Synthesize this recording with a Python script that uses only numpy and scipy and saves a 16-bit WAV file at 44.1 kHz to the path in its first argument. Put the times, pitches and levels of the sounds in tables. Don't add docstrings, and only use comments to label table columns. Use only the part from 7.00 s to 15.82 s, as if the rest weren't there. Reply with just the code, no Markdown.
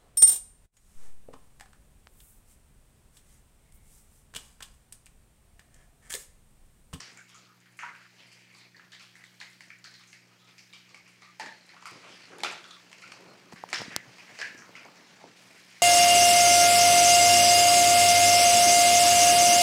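import sys
import numpy as np
from scipy import signal
from scipy.fft import rfft, irfft, next_fast_len
from scipy.io import wavfile
from scipy.ndimage import uniform_filter1d, map_coordinates

SR = 44100
rng = np.random.default_rng(int(sys.argv[2]) if len(sys.argv) > 2 else 0)


def master_out(mix):
    frames = np.transpose(np.atleast_2d(mix))
    ceiling = np.clip(frames, -1, 1)
    pcm = np.round(ceiling * 32767).astype(np.int16)
    wavfile.write(sys.argv[1], SR, pcm)


N = 388962

# (time [s], mouth peak [dB], mouth pitch [Hz], jaw peak [dB], jaw pitch [Hz],
# splinter peak [dB], splinter pitch [Hz], relative echo level [dB], crackle length [ms])
CRACKLES = [(0.004, -41, 1610, -40.5, 1220, -31, 5060, -6, 12),
            (0.174, -45, 1720, -70, 620, -45, 7060, 0, 5.6),
            (0.287, -56, 3380, -63, 1220, -59, 4940, 13.5, 7.5),
            (0.345, -47, 2080, -47, 1330, -45, 6560, 3, 3.6),
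            (0.659, -51, 1820, -75, 1125, -66, 4580, 9, 2.4),
            (0.7895, -36.5, 1550, -60, 920, -45.5, 6400, 3.5, 8.4),
            (0.821, -38, 1500, -36.5, 1300, -54, 6440, -2.5, 43),
            (0.952, -40, 2370, -68, 1200, -66, 4700, -2, 4.4),
            (1.183, -54.5, 3080, -62.5, 764, -54.5, 3600, 7, 17),
            (1.317, -50, 2900, -78, 1320, -49, 4700, 5.5, 8),
            (1.547, -64, 2360, -57, 1040, -48.5, 4330, 0.5, 21),
            (1.584, -57, 2400, -61, 880, -48.5, 3700, 5.5, 12),
            (1.764, -58, 1740, -59, 1030, -51.5, 4300, 1, 13),
            (1.795, -42.5, 1640, -62, 1250, -65, 4290, -1, 8.9),
            (1.919, -47.5, 1920, -60, 776, -41.5, 3620, 5.5, 12.5),
            (1.949, -50, 2100, -56, 1200, -45, 3600, -1, 5.3),
            (1.996, -44, 2560, -49.5, 1300, -43.5, 4300, 4.5, 8.8),
            (2.154, -42, 2020, -66, 1190, -46, 3530, -0.5, 7.2),
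            (2.208, -47, 1950, -73, 750, -69, 3960, 2.5, 7.6),
            (2.239, -48, 1970, -64, 1300, -42.5, 3420, 6.5, 2.5),
            (2.402, -60, 2046, -50.5, 1030, -40.5, 3780, 8.5, 6.3),
            (2.412, -34, 1890, -51, 960, -46.5, 6900, -3.5, 14),
            (2.472, -62, 2090, -73, 1290, -50, 3940, -15, 6),
            (2.531, -66, 2110, -72, 1040, -49.5, 4300, 1, 10),
            (2.607, -38.5, 1910, -50.5, 940, -41, 4600, 1, 4.7),
            (2.703, -39, 1900, -62, 870, -51, 4600, -4, 14),
            (2.842, -46.5, 1840, -67, 750, -37, 4300, 1, 9.8),
            (2.848, -39.5, 1690, -57, 720, -46, 5470, 0, 7.8),
            (2.94, -51.5, 2000, -75, 770, -45, 4000, 9.5, 3.9),
            (2.994, -54, 2300, -55.5, 1300, -49.5, 3540, 5.5, 16),
            (3.036, -45, 2260, -77, 1250, -53, 6530, -7, 8.7),
            (3.076, -63, 2310, -74, 770, -50, 6530, 5, 8.1),
            (3.129, -39, 2200, -62, 960, -42.5, 4540, -3.5, 13),
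            (3.473, -53.5, 2250, -60, 1260, -57, 5000, 7.5, 7.7),
            (3.581, -45, 2330, -73, 1250, -43.5, 5040, 4.5, 6.4),
            (3.734, -43, 3210, -53.5, 1200, -44.5, 4400, 5, 7.2),
            (3.892, -56, 2290, -70, 1200, -48, 4360, 6, 4.3),
            (3.945, -41.5, 2290, -50, 845, -44, 4830, 4, 3.7),
            (4.055, -54, 2340, -67, 1250, -61, 4800, 12, 5),
            (4.078, -49, 2470, -54, 1250, -50, 5040, 2, 5.5),
            (4.22, -41, 2110, -47.5, 1220, -44, 3600, 2.5, 10.3),
            (4.398, -28, 1870, -34.5, 865, -31.5, 4410, 4.5, 4),
            (4.461, -37, 1750, -37.5, 740, -35.5, 3630, 1, 5.4),
            (4.692, -45.5, 2000, -73, 685, -51, 4450, 3.5, 11),
            (4.766, -46.5, 2700, -43, 1270, -72, 4760, 6.5, 2.1),
            (4.823, -44, 2120, -39, 1080, -45.5, 4770, -10, 18),
            (4.856, -33.5, 1970, -31, 1270, -37.5, 4900, 3.5, 4.9),
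            (5.027, -47, 2350, -48, 1250, -68, 4690, 2, 41), (5.385, -45, 1920, -66, 858, -41, 3550, 5, 6),
            (5.404, -33.5, 2230, -46, 860, -37, 3480, -6, 9.5),
            (5.4343, -21, 2130, -26.5, 1270, -19.5, 3800, -5, 12),
            (5.446, -22, 2430, -22.5, 1390, -28.5, 4900, -1, 9.6),
            (5.5126, -33, 1500, -33, 860, -32, 3340, 1.5, 6.7),
            (5.642, -50, 2640, -43, 1370, -44.5, 4200, 5.5, 5.4),
            (5.707, -71, 3180, -50, 1200, -39.5, 4300, -6, 15),
            (5.916, -42, 2550, -51, 1030, -44, 4700, -1, 5.8),
            (5.929, -32, 2400, -48, 1030, -42, 6050, -7.5, 6.5),
            (5.983, -48, 2400, -60, 1100, -44, 4820, -2, 3),
            (6.077, -44, 2400, -60, 1300, -45, 4850, -8, 3),
            (6.019, -35, 2340, -49, 1380, -41.5, 4000, -4, 26),
            (6.119, -34.5, 2560, -39, 1280, -35, 4570, -7, 11),
            (6.52, -42.5, 1760, -40.5, 830, -46, 4720, -22, 33),
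            (6.558, -44.5, 1820, -61, 1260, -54, 4970, 3, 29),
            (6.688, -41, 2310, -44, 1290, -41, 5030, -17, 11),
            (6.702, -46, 2260, -55, 1270, -39, 5190, -14, 5.1),
            (6.73, -20.5, 1790, -32, 1400, -19.5, 3570, 0, 6.2),
            (6.741, -32, 1700, -35, 1200, -37, 4960, -9, 4.8),
            (6.755, -33, 1770, -53, 1410, -40, 5100, -5, 17),
            (6.901, -35, 1850, -59, 766, -52, 6030, -0.5, 39),
            (7.183, -41, 2430, -47.5, 1000, -44.5, 5000, 0, 7.4),
            (7.29, -45, 1830, -48.5, 740, -53, 5060, 2, 8.2),
            (7.388, -33.5, 1900, -41, 660, -34.5, 4700, 5, 8.7),
            (7.415, -22.5, 2270, -39, 646, -27.5, 4730, -6.5, 3.2),
            (7.415, -31, 2210, -62, 680, -44, 4800, -4.5, 43),
            (7.577, -55, 2524, -54, 1430, -44.5, 5900, 6, 6.7),
            (7.621, -47, 1710, -40, 1390, -58, 4080, 0, 4.5),
            (7.753, -41, 2320, -46, 1450, -47.5, 4900, 7, 8.5),
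            (7.851, -62, 2350, -47, 930, -43, 4840, -10, 4.8),
            (7.956, -51, 2040, -56, 1010, -52, 5510, 4.5, 9.6)]
# (time [s], level [dB], pitch [Hz], time to fade 60 dB [s], echo gain [dB])
BONE_KNOCKS = [(0.174, -44, 2250, 0.018, 6.5), (0.174, -41, 7340, 0.0076, -8),
               (0.285, -51, 3800, 0.008, -8), (0.79, -34, 2290, 0.013, -7), (0.832, -34, 1505, 0.049, 0.5),
               (0.834, -34.5, 955, 0.056, -3), (1.501, -45, 2300, 0.007, -8), (1.55, -42, 4630, 0.005, -8),
               (1.565, -45, 4500, 0.005, -8), (1.586, -44, 2400, 0.006, -8), (1.652, -46, 2200, 0.006, -8),
               (1.746, -45, 1900, 0.008, -8), (1.768, -41, 4430, 0.0089, -7), (1.769, -44, 1900, 0.007, -6),
               (1.9225, -41, 3500, 0.006, -10), (1.922, -46, 1900, 0.007, -10),
               (1.9505, -37, 2150, 0.0072, -10), (2.008, -42, 2200, 0.005, -8),
               (2.008, -42, 4400, 0.005, -10), (2.1554, -37, 1970, 0.0083, -8),
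               (2.209, -46, 1850, 0.009, -8), (2.24, -35, 2010, 0.0094, -11),
               (2.4022, -31.5, 4300, 0.0088, -9), (2.412, -38, 2090, 0.037, -6),
               (2.607, -36, 1990, 0.01, -16), (2.7035, -33.5, 2250, 0.016, -4),
               (2.718, -42, 2300, 0.01, -8), (2.8423, -40, 4680, 0.014, -13),
               (2.848, -42, 1800, 0.007, -10), (2.941, -38, 4370, 0.0087, -6),
               (3.037, -46, 2300, 0.008, -10), (3.129, -43, 2120, 0.018, -10),
               (3.592, -43, 2300, 0.0088, -10), (3.592, -42, 5200, 0.005, -8), (3.706, -47, 3750, 0.01, -4),
               (3.729, -37, 3730, 0.014, 3), (3.85, -47, 4800, 0.004, -10), (3.893, -42, 4500, 0.005, -10),
               (3.734, -40, 2340, 0.024, 0), (3.945, -40, 2250, 0.031, -10), (4.397, -31, 871, 0.045, -1),
               (4.398, -51, 230, 0.052, -2), (4.41, -37, 1775, 0.039, 0), (4.461, -30, 1800, 0.012, -10),
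               (4.61, -43, 4430, 0.0087, -8), (4.6915, -39, 4150, 0.009, -4),
               (5.4341, -18, 830, 0.016, -10), (5.4349, -35, 360, 0.061, -4), (5.4468, -34, 424, 0.022, -4),
               (5.4358, -17, 3510, 0.015, -0.5), (5.4475, -28.5, 1343, 0.033, 0.5),
               (5.448, -28, 2380, 0.02, -5), (5.642, -34.5, 3450, 0.016, -1),
               (5.7108, -34, 3960, 0.016, -7), (5.7095, -39, 3480, 0.02, 6), (5.752, -41, 3630, 0.015, -6),
               (5.801, -48, 1500, 0.006, -13), (6.7292, -21, 750, 0.011, -5),
               (6.7292, -19, 2310, 0.015, -5.5), (6.736, -31, 340, 0.025, -14),
               (6.745, -20, 5260, 0.015, -6), (6.758, -22, 5600, 0.0065, -2),
               (7.417, -28.5, 1642, 0.058, 2), (7.428, -25.5, 1747, 0.036, 1),
               (7.002, -40, 2300, 0.005, -12), (7.753, -33, 2150, 0.017, -3)]
# (time [s], relative click level [dB], relative sizzle level [dB])
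LIP_CLICKS = [(0.1724, -47, -61), (0.2854, -59, -60), (0.6631, -64, -74), (0.714, -57, -64),
              (0.7698, -50, -54.5), (0.949, -59, -65), (1.269, -57, -62), (1.322, -55, -59),
              (1.5266, -56, -64), (1.563, -54, -59), (1.9172, -59, -76), (1.9297, -58, -73),
              (2.017, -54, -59), (2.157, -50, -57.5), (2.24, -58, -64), (2.3273, -60, -66),
              (2.4025, -59, -61), (2.4136, -51, -65), (2.5009, -50, -60), (2.5308, -55, -64),
              (2.606, -51, -58), (2.8431, -57, -69), (2.9578, -59, -68), (3.0731, -45, -67),
              (3.1105, -57, -67), (3.124, -55, -62), (3.5809, -57, -73), (3.7291, -58, -75),
              (3.9456, -56, -63), (4.0776, -57, -58.5), (4.3966, -34, -53), (4.66, -60, -62),
              (4.8221, -57, -76), (4.857, -39, -49), (5.3846, -35, -59), (5.4048, -41, -73),
              (5.4344, -20, -46), (5.512, -45, -66), (5.6402, -59, -71), (5.6773, -57, -61),
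              (5.7096, -55, -60), (5.9286, -55, -74), (6.0074, -54, -60), (6.1182, -53, -72),
              (6.521, -51, -57), (6.688, -54, -55), (6.705, -38, -67), (6.729, -50, -58)]
# (time [s], hold [s], pitch [Hz], width [Hz], level [dB])
HELD_NOISES = [(0.178, 0.04, 1570, 320, -57), (0.348, 0.019, 1270, 180, -57), (0.39, 0.04, 1300, 400, -72),
               (0.44, 0.091, 1260, 330, -64.5), (0.345, 0.12, 3800, 2500, -62.5),
               (0.31, 0.03, 2400, 1500, -64), (0.62, 0.024, 2000, 900, -70), (0.346, 0.037, 7100, 900, -62),
               (0.79, 0.018, 2200, 880, -43), (0.835, 0.063, 2070, 800, -48),
               (0.826, 0.061, 1050, 220, -57), (0.921, 0.14, 1620, 885, -59), (1.25, 0.06, 4560, 700, -64),
               (1.62, 0.047, 2200, 700, -62), (1.193, 0.32, 2250, 845, -63), (1.5, 0.16, 2210, 700, -63),
               (1.566, 0.1, 4300, 900, -65), (1.745, 0.045, 1780, 380, -59.5),
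               (1.928, 0.052, 1790, 700, -58.5), (1.999, 0.11, 3230, 1250, -59.5),
               (3.39, 0.073, 3570, 800, -63), (2.41, 0.1, 2090, 250, -62), (2.705, 0.033, 2290, 250, -61),
               (3.475, 0.032, 3450, 700, -58), (3.741, 0.036, 3040, 300, -66),
               (3.85, 0.055, 2430, 800, -62), (3.945, 0.061, 2170, 300, -61),
               (4.414, 0.054, 334, 253, -56.5), (4.405, 0.12, 870, 130, -59), (4.41, 0.11, 1750, 220, -53),
               (4.43, 0.045, 198, 90, -57), (4.731, 0.028, 804, 400, -60), (4.86, 0.091, 4930, 500, -57),
               (4.906, 0.061, 304, 354, -59), (5.031, 0.059, 610, 500, -56), (5.081, 0.08, 3140, 900, -55),
               (5.101, 0.071, 5030, 600, -61), (5.204, 0.057, 2260, 1210, -57),
               (5.218, 0.038, 4480, 1000, -56), (5.303, 0.11, 390, 350, -52),
               (5.436, 0.045, 417, 444, -48.5), (5.315, 0.037, 1480, 910, -53.5),
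               (5.44, 0.02, 760, 248, -42), (5.645, 0.026, 1400, 250, -55), (5.65, 0.04, 3400, 300, -60),
               (5.7, 0.039, 1300, 350, -55), (5.715, 0.03, 3600, 798, -53),
               (6.033, 0.029, 1400, 130, -55.5), (6.187, 0.046, 440, 400, -55.5),
               (6.24, 0.1, 340, 350, -61.5), (6.34, 0.14, 256, 298, -61.5), (6.735, 0.059, 3000, 1200, -42),
               (6.741, 0.065, 5100, 900, -42.5), (7.08, 0.045, 160, 150, -76),
               (7.188, 0.012, 2380, 500, -54), (7.265, 0.12, 1980, 900, -59), (7.45, 0.05, 1680, 450, -53),
               (7.777, 0.073, 2220, 1000, -54), (7.845, 0.011, 573, 600, -50.5),
               (7.931, 0.12, 256, 204, -63.5), (8.199, 0.058, 820, 350, -58), (8.244, 0.033, 350, 350, -55),
               (8.36, 0.47, 8400, 8000, -65.5)]
# (time [s], squelch level [dB], rustle level [dB])
SQUELCH_AND_RUSTLE = [(0.0, -49.5, -59), (0.27, -63, -71), (0.73, -66.5, -70.5), (0.96, -59.5, -68),
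                      (1.82, -65, -71), (2.06, -63, -71), (3.51, -63.5, -70), (3.76, -61.5, -72.5),
                      (4.05, -63.5, -68.5), (4.81, -59, -68), (4.96, -54, -58.5), (5.33, -54.5, -59.5),
                      (5.425, -62, -53), (5.46, -55, -57), (5.72, -58.5, -66), (6.09, -57, -57.5),
                      (6.66, -58.5, -60.5), (6.78, -42.5, -46.5), (7.0, -58.5, -60.5), (7.44, -51.5, -61),
                      (7.61, -60.5, -58), (8.13, -57, -59.5), (8.82, -54.5, -65.5)]
# (frequency [Hz], relative level [dB])
SQUELCH_COLOUR = [(350, -22), (600, -14.5), (1060, -11.5), (1230, -8.5), (1660, 2), (1960, 2), (2310, 3.5),
                  (2830, 0.5), (4680, -0.5), (7540, -9), (11500, -20.5), (12800, -45), (15500, -21)]
# (time [s], hold [s], pitch [Hz], width [Hz], level [dB])
NOSE_WHISTLES = [(3.412, 0.14, 1270, 83.33, -71), (3.879, 0.1, 1180, 110, -67),
                 (3.31, 0.017, 1240, 120, -66), (4.225, 0.03, 1150, 250, -64),
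                 (4.271, 0.028, 1210, 130, -61), (5.757, 0.015, 1134, 110, -61)]
# (time [s], length [s], first pitch [Hz], last pitch [Hz],
# relative level [dB], pitch waver [Hz])
NOSE_SQUEAKS = [(4.49, 0.11, 4430, 4230, -64, 40), (4.615, 0.065, 4130, 4040, -67, 70),
                (6.272, 0.076, 4270, 4240, -63.5, 6)]
# (time [s], thump peak [dB], thump pitch [Hz], damping [per cycle], tick peak [dB])
CAMERA_KNOCKS = [(4.913, -51, 129, 1.3, -38), (6.2082, -52, 500, 2.4, -44), (6.243, -58, 600, 2.4, -46),
                 (6.272, -56, 700, 2.4, -52), (6.309, -47, 397, 3.2, -53), (6.3375, -56, 600, 2.4, -50),
                 (6.401, -54, 800, 2.4, -47), (6.457, -60, 500, 3.1, -49), (6.524, -40, 420, 1.9, -50),
                 (6.534, -37.5, 182, 2.4, -37), (6.6376, -24, 846, 1.74, -41),
                 (6.8175, -24.5, 606, 3.8, -31), (6.8798, -35, 223, 2.6, -55), (6.9634, -17.5, 860, 9, -7),
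                 (6.9659, -39.5, 247, 5.5, -32), (7.071, -50, 123, 0.95, -61),
                 (7.547, -44.5, 316, 1.8, -43), (7.692, -43, 472, 3, -44), (8.2405, -36, 607, 2.2, -57),
                 (8.247, -45, 295, 2.5, -60)]
# (pitch [Hz], width [Hz], relative level [dB])
SHELL_RINGS = [(4300, 2600, -2), (6360, 690, -1), (7680, 700, -5.5), (12500, 730, -6), (15200, 1200, -13)]
# (frequency [Hz], relative level [dB])
RUSTLE_COLOUR = [(24, -61), (40, -4), (91, -14), (112, 2.5), (145, -1.5), (166, 1), (222, 1.5), (329, -1),
                 (1500, -4.5), (1950, -41), (3300, -120)]
# (delay [s], relative level [dB])
WALL_ECHOES = [(.004, 1.5), (.009, -13.5), (0.013, 2), (.022, -9.5), (.03, -2), (0.043, -17)]
# (frequency [Hz], time to fade 60 dB [s])
ROOM_FADE = [(300, 0.9), (800, 0.35), (2000, 0.47), (5500, 0.41), (12000, 0.5)]
# (pitch [Hz], relative level [dB])
HUM_TONES = [(120, -70), (180, -68), (240, -84), (300, -80), (360, -79)]
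# (time [s], gain of the lowest tone [dB], gain of the upper tones [dB])
HUM_GAINS = [(0, 3, 0.4), (3, 3, 1.5), (4, 1.5, 1.3), (6, -4.5, 1.8), (7, 1, 4), (7.6, -10.5, -0.5),
             (8.82, -2, 2)]
# (frequency [Hz], relative level [dB])
HISS_COLOUR = [(25, 26.5), (45, 14), (70, 5), (130, 11.5), (300, -12), (900, -13), (3000, -41),
               (9000, -8.5)]
AIR_COLOUR = [(3000, -42), (6000, -8.5), (9000, -9), (12500, -4.5), (15500, -1.5)]
# (time [s], level [dB])
AIR_LOUDNESS = [(0, -69), (1.0, -70), (3.6, -69), (5.0, -75), (7.4, -65), (8.1, -71), (8.82, -68)]


def crackles():
    out, t = np.zeros(N), np.arange(SR // 16) / SR
    impulse = 1. * (t == 0)
    widths_hz = [(646.8, 3080), (403.2, 1920), (1100.4, 5240)]
    for start, *parts, echo_db, length_ms in CRACKLES:
        length = length_ms / 1000
        rise = 1 - np.exp(-(t / (3.4 * length ** 2)) ** 2)
        crackle = rng.standard_normal(len(t)) * rise * np.exp(-4.2 * t / length)
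        direct, colour = np.zeros(len(t)), np.zeros(len(t))
        for (db, hz), (narrow, wide) in zip(np.reshape(parts, (3, 2)), widths_hz):
            cavity = lambda f: resonance(f, hz, narrow) * resonance(f, hz, wide) * resonance(f, hz, 1.4 * hz)
            direct += with_peak(filtered(crackle, cavity), db)
            colour += amp(db) * unit(filtered(impulse, cavity))
        add(out, direct, start)
        echo = signal.fftconvolve(room_echo(rise_s=0.0029 + 0.38 * length), colour)
        echo_gain = amp(echo_db - 17) * np.sqrt(length_ms / 6)
        add(out, echo_gain * echo, start)
    return out


def bone_knocks(rise_cycles=0.62):
    out, t = np.zeros(N), np.arange(SR // 8) / SR
    for start, db, hz, fade_s, echo_db in BONE_KNOCKS:
        rise = 1 - np.exp(-hz * t / rise_cycles)
        ring = amp(db - 60 * t / fade_s) * rise * np.sin(2 * np.pi * hz * t)
        add(out, ring, start)
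        add(out, amp(echo_db) * signal.fftconvolve(room_echo(rise_s=0.004), ring), start)
    return out


def saliva_snaps(pitch_hz=6880, mean_delay_s=0.056, strays_per_s=5):
    out, t = np.zeros(N), np.arange(SR // 25) / SR
    strays = rng.random((round(strays_per_s * N / SR), 2))
    delays = mean_delay_s * rng.exponential(size=(len(CRACKLES), 2))
    splinters = [(row[0], row[5]) for row in CRACKLES]  # (time [s], level [dB])
    snaps = [(start, db - 2.5) for start, db in splinters]
    for (start, db), pair in zip(splinters, delays):
        snaps += [(start + delay, db - 6.5 - 87 * delay) for delay in pair]
    snaps += [(when * N / SR, -55 - 2.5 * np.log(chance)) for when, chance in strays]
    for start, db in snaps:
        hz = pitch_hz * np.exp(0.071 * rng.standard_normal())
        pop = short_swing(hz * t, damping=1.2)
        fading_noise = rng.standard_normal(len(t)) * amp(-60 * t / 0.083)
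        fizz = filtered(fading_noise, lambda f: resonance(f, hz, 0.12 * hz))
        add(out, with_peak(pop, db) + 0.57 * amp(db) * fizz, start)
    return out


def lip_clicks(pitch_hz=9300, sizzle_fade_s=0.34):
    out, t = np.zeros(N), np.arange(SR // 5) / SR
    for start, click_db, sizzle_db in LIP_CLICKS:
        hz = pitch_hz * np.exp(0.092 * rng.standard_normal())
        click = with_peak(short_swing(hz * t, damping=1.3), click_db - 0.5)
        grains = rng.standard_normal(len(t)) * bumps(len(t), depth_db=5, size=40)
        sizzle = unit(filtered(grains, lambda f: resonance(f, hz=8200, width_hz=4800) ** 2))
        add(out, click + amp(sizzle_db - 4.5 - 60 * t / sizzle_fade_s) * sizzle, start)
    return out


def held_noises(rise_s=0.00032, fade_s=0.15):
    out, t = np.zeros(N), np.arange(SR // 2) / SR
    for start, hold_s, hz, width_hz, db in HELD_NOISES + NOSE_WHISTLES:
        rough = bumps(len(t), depth_db=3.5, size=120) * rng.standard_normal(len(t))
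        band = unit(filtered(rough, lambda f: resonance(f, hz, width_hz) ** 2))
        rise = 1 - np.exp(-t / rise_s)
        loudness = amp(db - 60 * np.maximum(t - hold_s, 0) / fade_s)
        add(out, loudness * rise * band, start)
    return out


def meat_squelch():
    db, _ = curves(SQUELCH_AND_RUSTLE)
    return amp(db + 0.6 * wobble(12)) * patchy_noise(SQUELCH_COLOUR, grain_db=1.2, patch_db=1.2)


def nose_squeaks():
    out = np.zeros(N)
    for start, length, first_hz, last_hz, db, waver_hz in NOSE_SQUEAKS:
        n = round(length * SR)
        progress = np.linspace(0, 1, n)
        hz = first_hz + (last_hz - first_hz) * progress + waver_hz * wobble(120)[:n]
        loudness = amp(db + 3 + 2 * wobble(60)[:n])
        swell = np.sqrt(np.abs(np.sin(np.pi * progress)))
        add(out, loudness * swell * np.sin(2 * np.pi * np.cumsum(hz) / SR), start)
    return out


def camera_knocks():
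    out, t = np.zeros(N), np.arange(SR // 20) / SR
    shell = lambda f: sum((-1) ** k * amp(db) * resonance(f, hz, width_hz)
                          for k, (hz, width_hz, db) in enumerate(SHELL_RINGS))
    tick = filtered(1. * (t == 0), shell)
    for start, thump_db, hz, damping, tick_db in CAMERA_KNOCKS:
        thump = short_swing(hz * np.maximum(t - 0.0003, 0), damping)
        add(out, -with_peak(thump, thump_db) - with_peak(tick, tick_db), start)
    return out


def hand_rustle():
    _, db = curves(SQUELCH_AND_RUSTLE)
    return amp(db + 1.5 * wobble(18)) * patchy_noise(RUSTLE_COLOUR, grain_db=2.5, patch_db=1.2)


def room_echo(rise_s):
    n = SR // 2
    hz, t, spectrum = signal.stft(rng.standard_normal(n), SR, nperseg=256)
    fade = amp(-60 * t / along(ROOM_FADE, hz)[:, None])
    tail = signal.istft(spectrum * fade, SR, nperseg=256)[1][:n]
    tail *= 1 - np.exp(-(np.arange(n) / (SR * rise_s)) ** 2)
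    tail /= np.linalg.norm(tail)
    for delay, db in WALL_ECHOES:
        strength = amp(db - 13 + rng.normal(0, 2.5)) * 0.0037 / rise_s
        tail[round(delay * SR)] += strength * rng.choice([-1, 1])
    return tail / np.linalg.norm(tail)


def mains_hum():
    t = np.arange(N) / SR
    low_db, upper_db = curves(HUM_GAINS)
    tones = [amp(db + 1 + 0.57 * wobble(15)) * np.sin(2 * np.pi * hz * t + 0.6 * wobble(8.1))
             for hz, db in HUM_TONES]
    return amp(low_db) * tones[0] + amp(upper_db) * sum(tones[1:])


def room_hiss(hiss_db=-67, waver_db=1.2):
    air_db = curves(AIR_LOUDNESS)[0] + waver_db * wobble(4)
    air = amp(air_db) * patchy_noise(AIR_COLOUR, grain_db=1, patch_db=2)
    return air + amp(hiss_db) * patchy_noise(HISS_COLOUR, grain_db=-1, patch_db=-3.5)


def amp(db):
    return 10 ** (np.asarray(db) / 20)


def unit(x):
    return x / np.sqrt(np.mean(x ** 2) + 1e-20)


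def with_peak(x, db):
    return amp(db) * x / np.abs(x).max()


def short_swing(cycles, damping):
    return np.sin(2 * np.pi * cycles) * cycles * np.exp(-damping * cycles)


def along(points, hz):
    f, values = np.transpose(points)
    return np.interp(np.log(hz + 1), np.log(f + 1), values)


def curves(rows):
    times, *columns = np.transpose(rows)
    return [np.interp(np.arange(N) / SR, times, column) for column in columns]


def wobble(rate):
    return map_coordinates(rng.standard_normal(int(N * rate / SR) + 4), [np.arange(N) * rate / SR])


def bumps(n, depth_db, size):
    return amp(depth_db * unit(uniform_filter1d(rng.standard_normal(n), size)))


def patchy_noise(colour, grain_db, patch_db):
    grains = rng.standard_normal(N) * amp(grain_db * wobble(150))
    spectrum = signal.stft(grains, nperseg=512)[2]
    patches = uniform_filter1d(rng.standard_normal(spectrum.shape), size=8, axis=0)
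    patches = uniform_filter1d(patches, size=12, axis=1)
    noise = signal.istft(spectrum * amp(patch_db * unit(patches)), nperseg=512)[1][:N]
    return unit(filtered(noise, lambda f: amp(along(colour, f))))


def filtered(x, response):
    n = x.shape[-1]
    padded = next_fast_len(n + 4096)
    return irfft(rfft(x, padded) * response(np.fft.rfftfreq(padded, 1 / SR)), padded)[..., :n]


def resonance(f, hz, width_hz):
    return 1j * f * width_hz / (hz * hz - f * f + 1j * f * width_hz)


def add(track, sound, start):
    part = track[max(round(start * SR), 0):][:len(sound)]
    part += sound[:len(part)]


def scene():
    short_sounds = crackles() + bone_knocks() + saliva_snaps() + lip_clicks()
    short_sounds += held_noises() + nose_squeaks() + camera_knocks()
    return (short_sounds + meat_squelch() + hand_rustle() + room_hiss() + mains_hum())[None]


def record(dry):
    low_hz, high_hz, top_hz = 89, 9600, 15800

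    def response(f):
        bass_cut = (1j * f / low_hz) ** 2 / (1 + 1.16j * f / low_hz - (f / low_hz) ** 2)
        bass_cut *= 1j * f / (low_hz + 1j * f)
        treble_cut = 1 / (1 + 1.42j * f / high_hz - (f / high_hz) ** 2)
        dip = 1 - 0.42 * resonance(f, hz=3600, width_hz=1100)
        top_cut = 1 / (1 + (f / top_hz) ** 100)
        return bass_cut * treble_cut * dip * top_cut
    return filtered(dry, response)


dry = scene()
out = record(dry)
master_out(out)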